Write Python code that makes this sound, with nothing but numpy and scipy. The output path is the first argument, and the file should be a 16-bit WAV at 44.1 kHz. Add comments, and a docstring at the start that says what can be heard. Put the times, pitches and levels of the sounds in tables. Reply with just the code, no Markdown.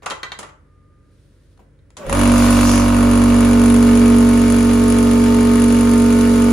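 """A small high-pressure piston compressor, close by on a workshop floor, at about 47 strokes a second.
The piston shakes the frame into a drone; each stroke knocks the crank case and ticks the valves.
Air vents until the bleed screw shuts; pressure then builds, the motor slows a little and the hum
changes colour. Before the run, metal fittings click as they are put down, clothes rustle, a switch
snaps and the motor groans up to speed. Room rumble and mains hum lie underneath."""
import sys
import numpy as np
from scipy import signal
from scipy.fft import rfft, irfft, next_fast_len
from scipy.io import wavfile
from scipy.ndimage import map_coordinates

SR = 44100
rng = np.random.default_rng(int(sys.argv[2]) if len(sys.argv) > 2 else 0)


def bounce(signal):
    """Save signal as a 16-bit WAV file at the path given by the first command-line argument."""
    frames = np.transpose(np.atleast_2d(signal))
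    limited = np.clip(frames, -1, 1)
    pcm = np.round(limited * 32767).astype(np.int16)
    wavfile.write(sys.argv[1], SR, pcm)


N = 287532
TIME = np.arange(N) / SR
START_S, SHUT_S = 2.0369, 2.8334  # crank breaks free, bleed screw shuts
RUN_HZ = 47.844  # unloaded crank speed

# valve tick, contact clack and floor thud spectra: (frequency [Hz], density [dB])
VALVE_SPECTRUM = [(1000, -15.5), (2300, -5), (4000, -10.5), (5600, -13.5), (6700, -0.5), (8400, -14),
                  (9600, 3), (10300, 5.5), (11200, -9), (12000, -57), (13200, -25), (15500, -34)]
CLACK_SPECTRUM = [(150, -28), (450, -1.5), (750, -2.5), (1150, 4), (1700, -5.5), (3000, -11), (4500, -21),
                  (7500, -19), (12000, -70)]
THUD_SPECTRUM = [(50, -18), (110, -25), (170, 3), (300, 1), (450, 1.5), (800, -5), (2000, -33)]


def compressor():
    """The crank spins up; with the bleed screw shut, pressure builds and slows it a little."""
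    spin_up_s, sag_hz = 0.1, 0.469
    speed_hz = np.clip((TIME - START_S) / spin_up_s, 0, 1) * (RUN_HZ - sag_hz * since_shut(tau_s=0.7866))
    turns = np.cumsum(speed_hz) / SR
    pressure = np.clip(0.29 + 0.78 * since_shut(tau_s=2.46), 0, 1)  # share of full
    running = np.clip((TIME - START_S) / 0.042, 0, 1)
    wash = reflections(clatter(turns, pressure) + air())
    return running * (hum(turns, pressure) + knocks(turns, pressure) + valves(turns, pressure) + wash)


def hum(turns, pressure):
    """The piston shakes the frame at every crank order; pressure shifts their balance."""
    # hum with the hose empty and filled: (crank order, relative level [dB])
    empty_orders = [(1, -9), (2, -10), (3, -20), (4, -18.5), (5, 0), (6, -12), (7, -21.5), (8, -35),
                    (9, -24), (10, -32.5), (11, -23.5), (12, -11), (13, -24.5), (14, -21.5), (15, -29),
                    (16, -26.5), (17, -26), (18, -32), (19, -27.5), (20, -16), (21, -24.5), (22, -19.5),
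                    (23, -23), (24, -42)]
    filled_orders = [(1, -16), (2, -13), (3, -62), (4, -20.5), (5, 0), (6, -11), (7, -21), (8, -32),
                     (9, -12), (10, -17.5), (11, -23.5), (12, -38.5), (13, -37.5), (14, -25), (15, -43),
                     (16, -39.5), (17, -46), (18, -34.5), (19, -21), (20, -46), (21, -46), (22, -41.5),
                     (23, -31.5), (24, -42), (25, -30.5), (26, -26), (27, -29), (28, -63), (29, -30),
                     (30, -38), (31, -29), (32, -51.5)]
    # orders the frame sings with: (time [s], 5th order [dB], 9th order [dB])
    drone_levels = [(2.3, -10.5, -34), (2.91, -15, -43), (3.03, -12.5, -26.5), (3.22, -11, -29),
                    (3.96, -9.5, -22), (4.62, -12, -24), (5.15, -11.5, -22), (6.45, -11.5, -22.5)]
    # stereo width: (frequency [Hz], side minus mid [dB])
    width = [(50, -16), (200, -20), (260, -24.5), (330, -4), (430, -8), (560, -4.5), (900, -2), (1500, -8)]
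    shake_db = -18.5 - 7.11 * pressure + run_up(rise_s=0.16, depth_db=25)
    fifth_db, ninth_db = curves(drone_levels) + run_up(rise_s=0.27, depth_db=45)
    empty, filled = ({round(k): db for k, db in rows} for rows in (empty_orders, filled_orders))
    out = np.zeros((2, N))
    for order, filled_db in filled.items():
        empty_db = empty.get(order, filled_db)
        colour_db = (1 - pressure) * (empty_db - empty[2]) + pressure * (filled_db - filled[2])
        level_db = {5: fifth_db + 0.25, 9: ninth_db - 0.2}.get(order, shake_db + colour_db)
        loose = min(order / 30, 1)  # high orders waver more
        waver_db = loose * (2.46 * wobble(6) + 0.96 * wobble(35) - 3.8 + pressure)
        phase = 2 * np.pi * (order * turns + rng.random()) + 0.31 * loose * wobble(17)
        side = amp(along(width, order * RUN_HZ)) * rng.choice([-1, 1]) * np.array([[1], [-1]])
        out += amp(level_db + waver_db) * np.sqrt(2) * (np.sin(phase) + side * np.cos(phase))
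    return out * amp([[-0.75], [0.75]])


def knocks(turns, pressure):
    """Play in the connecting rod knocks once a turn, hardest while no air cushions the piston."""
    # crank case modes: (frequency [Hz], level [dB], t60 [s])
    case_modes = [(995, 0.5, 0.023), (1190, 4.5, 0.016), (1400, -1, 0.012), (1604, -2.5, 0.013),
                  (2100, -16, 0.013), (2620, -2.5, 0.013)]
    jitter_s, contact_s = 0.00019, 0.0004
    hits = np.searchsorted(turns, np.arange(4, int(turns[-1]) + 1) + 0.0054)
    timing, strength = rng.standard_normal((len(hits), 2)).T
    hits = np.clip(hits + (jitter_s * SR * timing).astype(int), 0, N - 1)
    force_db = loose_parts_db(pressure)[hits] + 10 - 16 * pressure[hits] + 1.1 * strength
    pulses = np.bincount(hits, amp(force_db), N)
    t = np.arange(SR // 20) / SR
    ring = np.zeros((2, len(t)))
    for hz, db, t60_s in case_modes:
        phase = 2 * np.pi * (hz * t + rng.random()) + rng.normal(0, 0.34, (2, 1))
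        ring += amp(db - 60 * t / t60_s) * np.sin(phase)
    onset = 1 - np.exp(-t / contact_s)
    return signal.fftconvolve(pulses[None], ring * onset, axes=1)[:, :N]


def clatter(turns, pressure):
    """Loose parts rattle after both dead centres; part of the bright rattle repeats every turn."""
    # crank case rattle: (frequency [Hz], density [dB])
    case_spectrum = [(25, -24), (65, -5), (150, -5.5), (300, 3.5), (480, 0), (580, 4.5), (740, -7.5),
                     (980, -1.5), (1300, -4), (1600, -4), (1800, -6.5), (2050, -5), (2700, -9.5),
                     (3200, -10.5), (12000, -41.5)]
    blows = 0.63 + (1.2 - 0.14 * pressure) * strokes(turns, at_turn=-0.008, t60_s=0.043, scatter_db=4.5)
    blows += 0.77 * strokes(turns, at_turn=0.532, t60_s=0.017, scatter_db=-4.5)
    one_turn = rng.standard_normal((2, 900))
    repeating = np.array([np.interp(turns % 1, np.linspace(0, 1, len(row)), row) for row in one_turn])
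    repeating = filtered(repeating, lambda hz: hz > 1400)
    rattle = 0.34 * unit(repeating) + 0.79 * rng.standard_normal((2, N))
    level_db = loose_parts_db(pressure) - 2.06 + 2.7 * pressure + 0.24 * wobble(6.4)
    return amp(level_db) * spread(rattle * blows, case_spectrum) * amp([[0.6], [-0.6]])


def valves(turns, pressure):
    """The valves flutter while the air runs free and snap shut once a turn under pressure."""
    # bouts of harder chatter: (start [s], hold [s])
    bouts = [(2.97, 0.072), (3.097, 0.134), (3.375, 0.14), (3.63, 0.296), (3.95, 0.075), (4.14, 0.23),
             (4.43, 0.19), (4.68, .11), (4.89, .11), (5.503, 0.36), (6.125, 0.27)]
    chatter = sum(swell(start_s, 0.01, hold_s, 0.01) for start_s, hold_s in bouts)
    base_db = -38.5 + 6.5 * screw_open() + 3.5 * chatter + run_up(rise_s=0.14, depth_db=48)
    flutter = 0.8 - 0.52 * pressure
    snap = (1.9 + 1.5 * pressure) * strokes(turns, at_turn=-0.0006, t60_s=0.032, scatter_db=7.0)
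    return amp(base_db) * (flutter + snap) * noise(VALVE_SPECTRUM)


def air():
    """Air hisses in the head, vents as the bleed screw turns and jets through the closing gap."""
    # hiss and jet spectra: (frequency [Hz], density [dB])
    hiss_spectrum = [(1500, -29), (3000, -10), (4500, 1.5), (5800, -1.5), (6800, 1), (8400, -8), (10000, 2),
                     (11200, -9), (12000, -54), (13200, -2), (15500, -23)]
    jet_spectrum = [(2500, -35), (4800, -3), (6000, 3), (7200, -3), (9000, -20), (15000, -33)]
    # vent and jet envelopes: (start [s], attack [s], hold [s], release [s])
    vent_timing = (2.32, 0.072, 0.27, 0.12)
    jet_timing = (2.62, 0.06, 0.026, 0.21)
    hiss = amp(-35.5 + 2 * screw_open() + run_up(rise_s=0.16, depth_db=32))
    vent = amp(-36.5) * swell(*vent_timing)
    jet = amp(-28) * swell(*jet_timing)
    return (hiss + vent) * noise(hiss_spectrum) + jet * noise(jet_spectrum)


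def start_up():
    """The motor groans against the standing piston, which lets go with a few heavy kicks."""
    # groan envelope: (start [s], attack [s], hold [s], release [s])
    groan_timing = (1.975, 0.12, 0.055, 0.044)
    # groan pitch: (time [s], frequency [Hz])
    groan_pitch = [(2.0, 612), (2.04, 562), (2.065, 513), (2.095, 572), (2.125, 534), (2.155, 600)]
    # first heavy strokes: (time [s], relative level [dB])
    first_strokes = [(2.065, -23), (2.095, -9), (2.112, -28), (2.1262, -4), (2.149, -11)]
    groan_hz, = curves(groan_pitch)
    groan = swell(*groan_timing) * amp(-30 + 2.1 * wobble(60)) * tone(np.cumsum(groan_hz) / SR)
    strain = amp(-38) * noise(THUD_SPECTRUM) + amp(-40.5) * noise(CLACK_SPECTRUM)
    strain *= decay(1.968, t60_s=3.4, attack_s=0.026)
    kicks = noise(CLACK_SPECTRUM) + amp(-8) * noise(VALVE_SPECTRUM)
    kicks *= sum(amp(db - 7) * decay(start_s, t60_s=0.03) for start_s, db in first_strokes)
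    return groan + strain + kicks


def strokes(turns, at_turn, t60_s, scatter_db):
    """One dying burst per crank turn, each of its own strength."""
    count, fraction = np.divmod(turns - at_turn + 1, 1)
    age_s = fraction / RUN_HZ
    strength = amp(scatter_db * np.tanh(rng.standard_normal(512)))
    return strength[count.astype(int)] * amp(-60 * age_s / t60_s) * (1 - np.exp(-age_s / 0.00072))


def loose_parts_db(pressure):
    """Base level of the loose parts, which quieten as air cushions the piston."""
    return -24.5 - 6 * pressure + 2.5 * screw_open() + run_up(rise_s=0.19, depth_db=25)


def run_up(rise_s, depth_db):
    """Gain rising from -depth_db to 0 dB once the crank moves."""
    return -depth_db * (1 - np.clip((TIME - START_S) / rise_s, 0, 1)) ** 2


def screw_open(closing_s=0.19):
    """Bleed screw position: 1 open, 0 shut."""
    return np.clip(0.5 + (SHUT_S - TIME) / closing_s, 0, 1)


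def since_shut(tau_s):
    """Creeps from 0 toward 1 once the bleed screw is shut."""
    return 1 - np.exp(-np.maximum(TIME - SHUT_S, 0) / tau_s)


def clicks():
    """Each contact gives a clack, a floor thud, a bright snap and a short metal ring."""
    # fittings, hands, switch; relative levels:
    # (time [s], level [dB], thud [dB], snap [dB], ring [dB], t60 [s])
    contacts = [(0.022, -36, 8, -15, -13, 0.12), (0.03, -34.5, -2, -11, -21, 0.19),
                (0.0596, -15, -11, -1, -25, 0.055), (0.0622, -15, -2, -20, -16, .1),
                (0.1, -23.5, -8, 7, -16, 0.066), (.107, -17.5, -7, -8, -2, 0.094),
                (.1165, -20, -3, -10, -18, 0.11), (0.232, -20, -22, -10, 2.5, 0.12),
                (.319, -20, -16, -12, 0, 0.091), (.3885, -26.5, 8.5, 5.5, -22, 0.16),
                (0.429, -24, -17, -9, -12, 0.11), (0.488, -36, -4, -18, -16, .12),
                (1.575, -49, 2, 0, -15, .05), (1.592, -48.5, 16.5, -22, -22, .18),
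                (1.79, -55, -10, -4, -4, .02), (1.904, -41.5, -7, 6, -15, 0.023),
                (1.968, -30.5, -10, 6, -12, 0.15)]
    # valve body modes: (frequency [Hz], level [dB], t60 [s])
    fitting_modes = [(1120, -10, 0.078), (1190, -9, 0.11), (1574, -0.5, 0.15), (1857, 6.5, 0.066),
                     (2000, 5, 0.083), (2290, 4, 0.045), (2740, -3, .07), (3195, 7, 0.049),
                     (3660, 10, 0.031), (3930, 7, 0.057), (4260, 9.5, 0.028), (6260, -5, 0.066),
                     (6700, -16, .06), (7650, -26, 0.18)]
    clack, thud, snap_noise = noise(CLACK_SPECTRUM), noise(THUD_SPECTRUM), rng.standard_normal((2, N))
    # bright snap: (frequency [Hz], density [dB])
    snap_spectrum = [(1500, -3), (4000, 0), (5700, -2), (7400, 3), (8400, -10), (10000, 1.5), (11200, -12),
                     (12200, -51), (14000, -22), (16000, -32)]
    snap = spread(snap_noise, snap_spectrum)
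    t = np.arange(SR // 4) / SR
    out = np.zeros((2, N))
    for start_s, db, thud_db, snap_db, ring_db, t60_s in contacts:
        click = decay(start_s, t60_s) * (clack + amp(thud_db - 8) * thud)
        click += amp(snap_db) * decay(start_s, 0.5 * t60_s) * snap
        first = round(start_s * SR)
        for hz, mode_db, mode_t60_s in fitting_modes:
            envelope = amp(ring_db - 10 + mode_db + rng.normal(0, 2.7, (2, 1)) - 60 * t / mode_t60_s)
            phase = 2 * np.pi * hz * t + rng.normal(0, 0.8, (2, 1))
            click[:, first:first + len(t)] += envelope * np.sin(phase)
        out += amp(db - 8.5) * click
    return out


def reflections(x, count=6, gain=0.15):
    """Quick reflections off the floor and nearby boxes ripple the spectrum."""
    delays = (rng.uniform(0.0015, 0.007, count) * SR).astype(int)
    copies = sum(rng.choice([-1, 1]) * np.pad(x, ((0, 0), (delay, 0)))[:, :N] for delay in delays)
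    return (x + gain * copies) / np.sqrt(1 + count * gain ** 2)


def reverb(x):
    """Wall reverberation; the treble dies first."""
    # room decay: (frequency [Hz], t60 [s])
    wall_t60 = [(200, 0.33), (1200, 0.47), (4000, 0.27), (7600, 0.29), (12000, 0.21)]
    hz, t, bins = signal.stft(rng.standard_normal((2, SR // 2)), SR, nperseg=256)
    tail = signal.istft(bins * amp(-60 * t / along(wall_t60, hz)[:, None]), SR, nperseg=256)[1]
    tail = np.pad(tail, ((0, 0), (200, 0)))  # pre-delay
    return signal.fftconvolve(x, tail / np.linalg.norm(tail[0]), axes=1)[:, :N]


def background():
    """Room rumble, wavering mains hum, rustling clothes and a brief faint whistle."""
    # room and cloth spectra: (frequency [Hz], density [dB])
    room_spectrum = [(28, -36), (48, -10), (90, 3), (135, -2), (180, -8.5), (550, -12), (720, -31),
                     (1700, -24.5), (2600, -35), (7500, -43), (10500, -39), (12000, -58)]
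    cloth_spectrum = [(500, -7), (1700, -11), (2700, -7), (4000, -4), (7500, -12), (10000, -7),
                      (12000, -24), (14000, -17), (16000, -26)]
    # mains hum: (frequency [Hz], level [dB])
    mains_lines = [(48.7, -57), (75.5, -59), (96, -61.5), (144.2, -62), (192, -72.5), (288, -69)]
    # whistle and rustle envelopes: (start [s], attack [s], hold [s], release [s])
    whistle_timing = (0.61, 0.12, 0.19, 0.31)
    rustle_timing = (0.95, 0.25, 0.34, 0.17)
    mains = sum(amp(db + 1.2 * wobble(3.14)) * tone(hz * TIME + rng.random()) for hz, db in mains_lines)
    whistle = amp(-65) * swell(*whistle_timing) * tone(1210 * TIME)
    rustle = swell(*rustle_timing) * amp(-70 + 1.2 * wobble(30.2)) * noise(cloth_spectrum)
    return amp(-55) * noise(room_spectrum) + mains + whistle + rustle


def amp(db):
    """Decibels to gain."""
    return 10 ** (np.asarray(db) / 20)


def unit(x):
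    """Scale to rms 1."""
    return x / np.sqrt(np.mean(x ** 2) + 1e-20)


def tone(cycles):
    """Sine of rms 1."""
    return np.sqrt(2) * np.sin(2 * np.pi * cycles)


def along(points, hz):
    """Read (frequency [Hz], value) points on a log axis."""
    point_hz, values = np.transpose(points)
    return np.interp(np.log(hz + 1), np.log(point_hz + 1), values)


def curves(rows):
    """One value per sample for each column after the time."""
    times_s, *columns = np.transpose(rows)
    return [np.interp(TIME, times_s, column) for column in columns]


def wobble(rate_hz):
    """Smooth random curve, rate_hz knots a second."""
    grid_s = np.linspace(0, N / SR, 2048)
    coarse = map_coordinates(rng.standard_normal(512), [grid_s * rate_hz], mode="wrap")
    return np.interp(TIME, grid_s, coarse)


def swell(start_s, attack_s, hold_s, release_s):
    """Gain that rises to 1, holds and falls to 0."""
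    return np.interp(TIME, start_s + np.cumsum(np.abs([0, attack_s, hold_s, release_s])), [0, 1, 1, 0])


def decay(start_s, t60_s, attack_s=0.00063):
    """Envelope of one blow."""
    age_s = np.maximum(TIME - start_s, 0)
    return (1 - np.exp(-age_s / attack_s)) * np.exp(-np.minimum(np.log(1000) * age_s / t60_s, 20))


def filtered(x, response):
    """Apply a frequency response."""
    size = next_fast_len(N + SR // 4)
    return irfft(rfft(x, size) * response(np.fft.rfftfreq(size, 1 / SR)), size)[..., :N]


def spread(pair, spectrum):
    """Colour two unrelated signals and blend them into left and right, rms 1."""
    # left-right likeness: (frequency [Hz], coherence [0-1])
    coherence = [(250, 0.8), (550, 0.64), (1100, 0.57), (2200, 0.46), (4500, 0.35), (9000, 0.38),
                 (14000, 1)]

    def response(hz):
        angle = np.arccos(np.clip(along(coherence, hz), -1, 1)) / 2
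        return amp(along(spectrum, hz)) * [np.cos(angle), np.sin(angle)]

    mid, side = filtered(pair, response)
    return unit(np.array([mid + side, mid - side]))


def noise(spectrum):
    """Stereo noise of rms 1."""
    return spread(rng.standard_normal((2, N)), spectrum)


def scene():
    """Handling and start-up in the room, then the running pump."""
    contacts = clicks() + start_up()
    return contacts + amp(-5.5) * reverb(contacts) + compressor() + background()


def record(dry):
    """The left channel leads slightly; nothing passes above the band limit."""
    lead_samples, top_hz = 0.67, 15700
    lead = lambda hz: np.exp(1j * np.pi * lead_samples * hz / SR * np.array([[1], [-1]]))
    return filtered(dry, lambda hz: lead(hz) * (hz < top_hz))


dry = scene()
out = record(dry)
bounce(out)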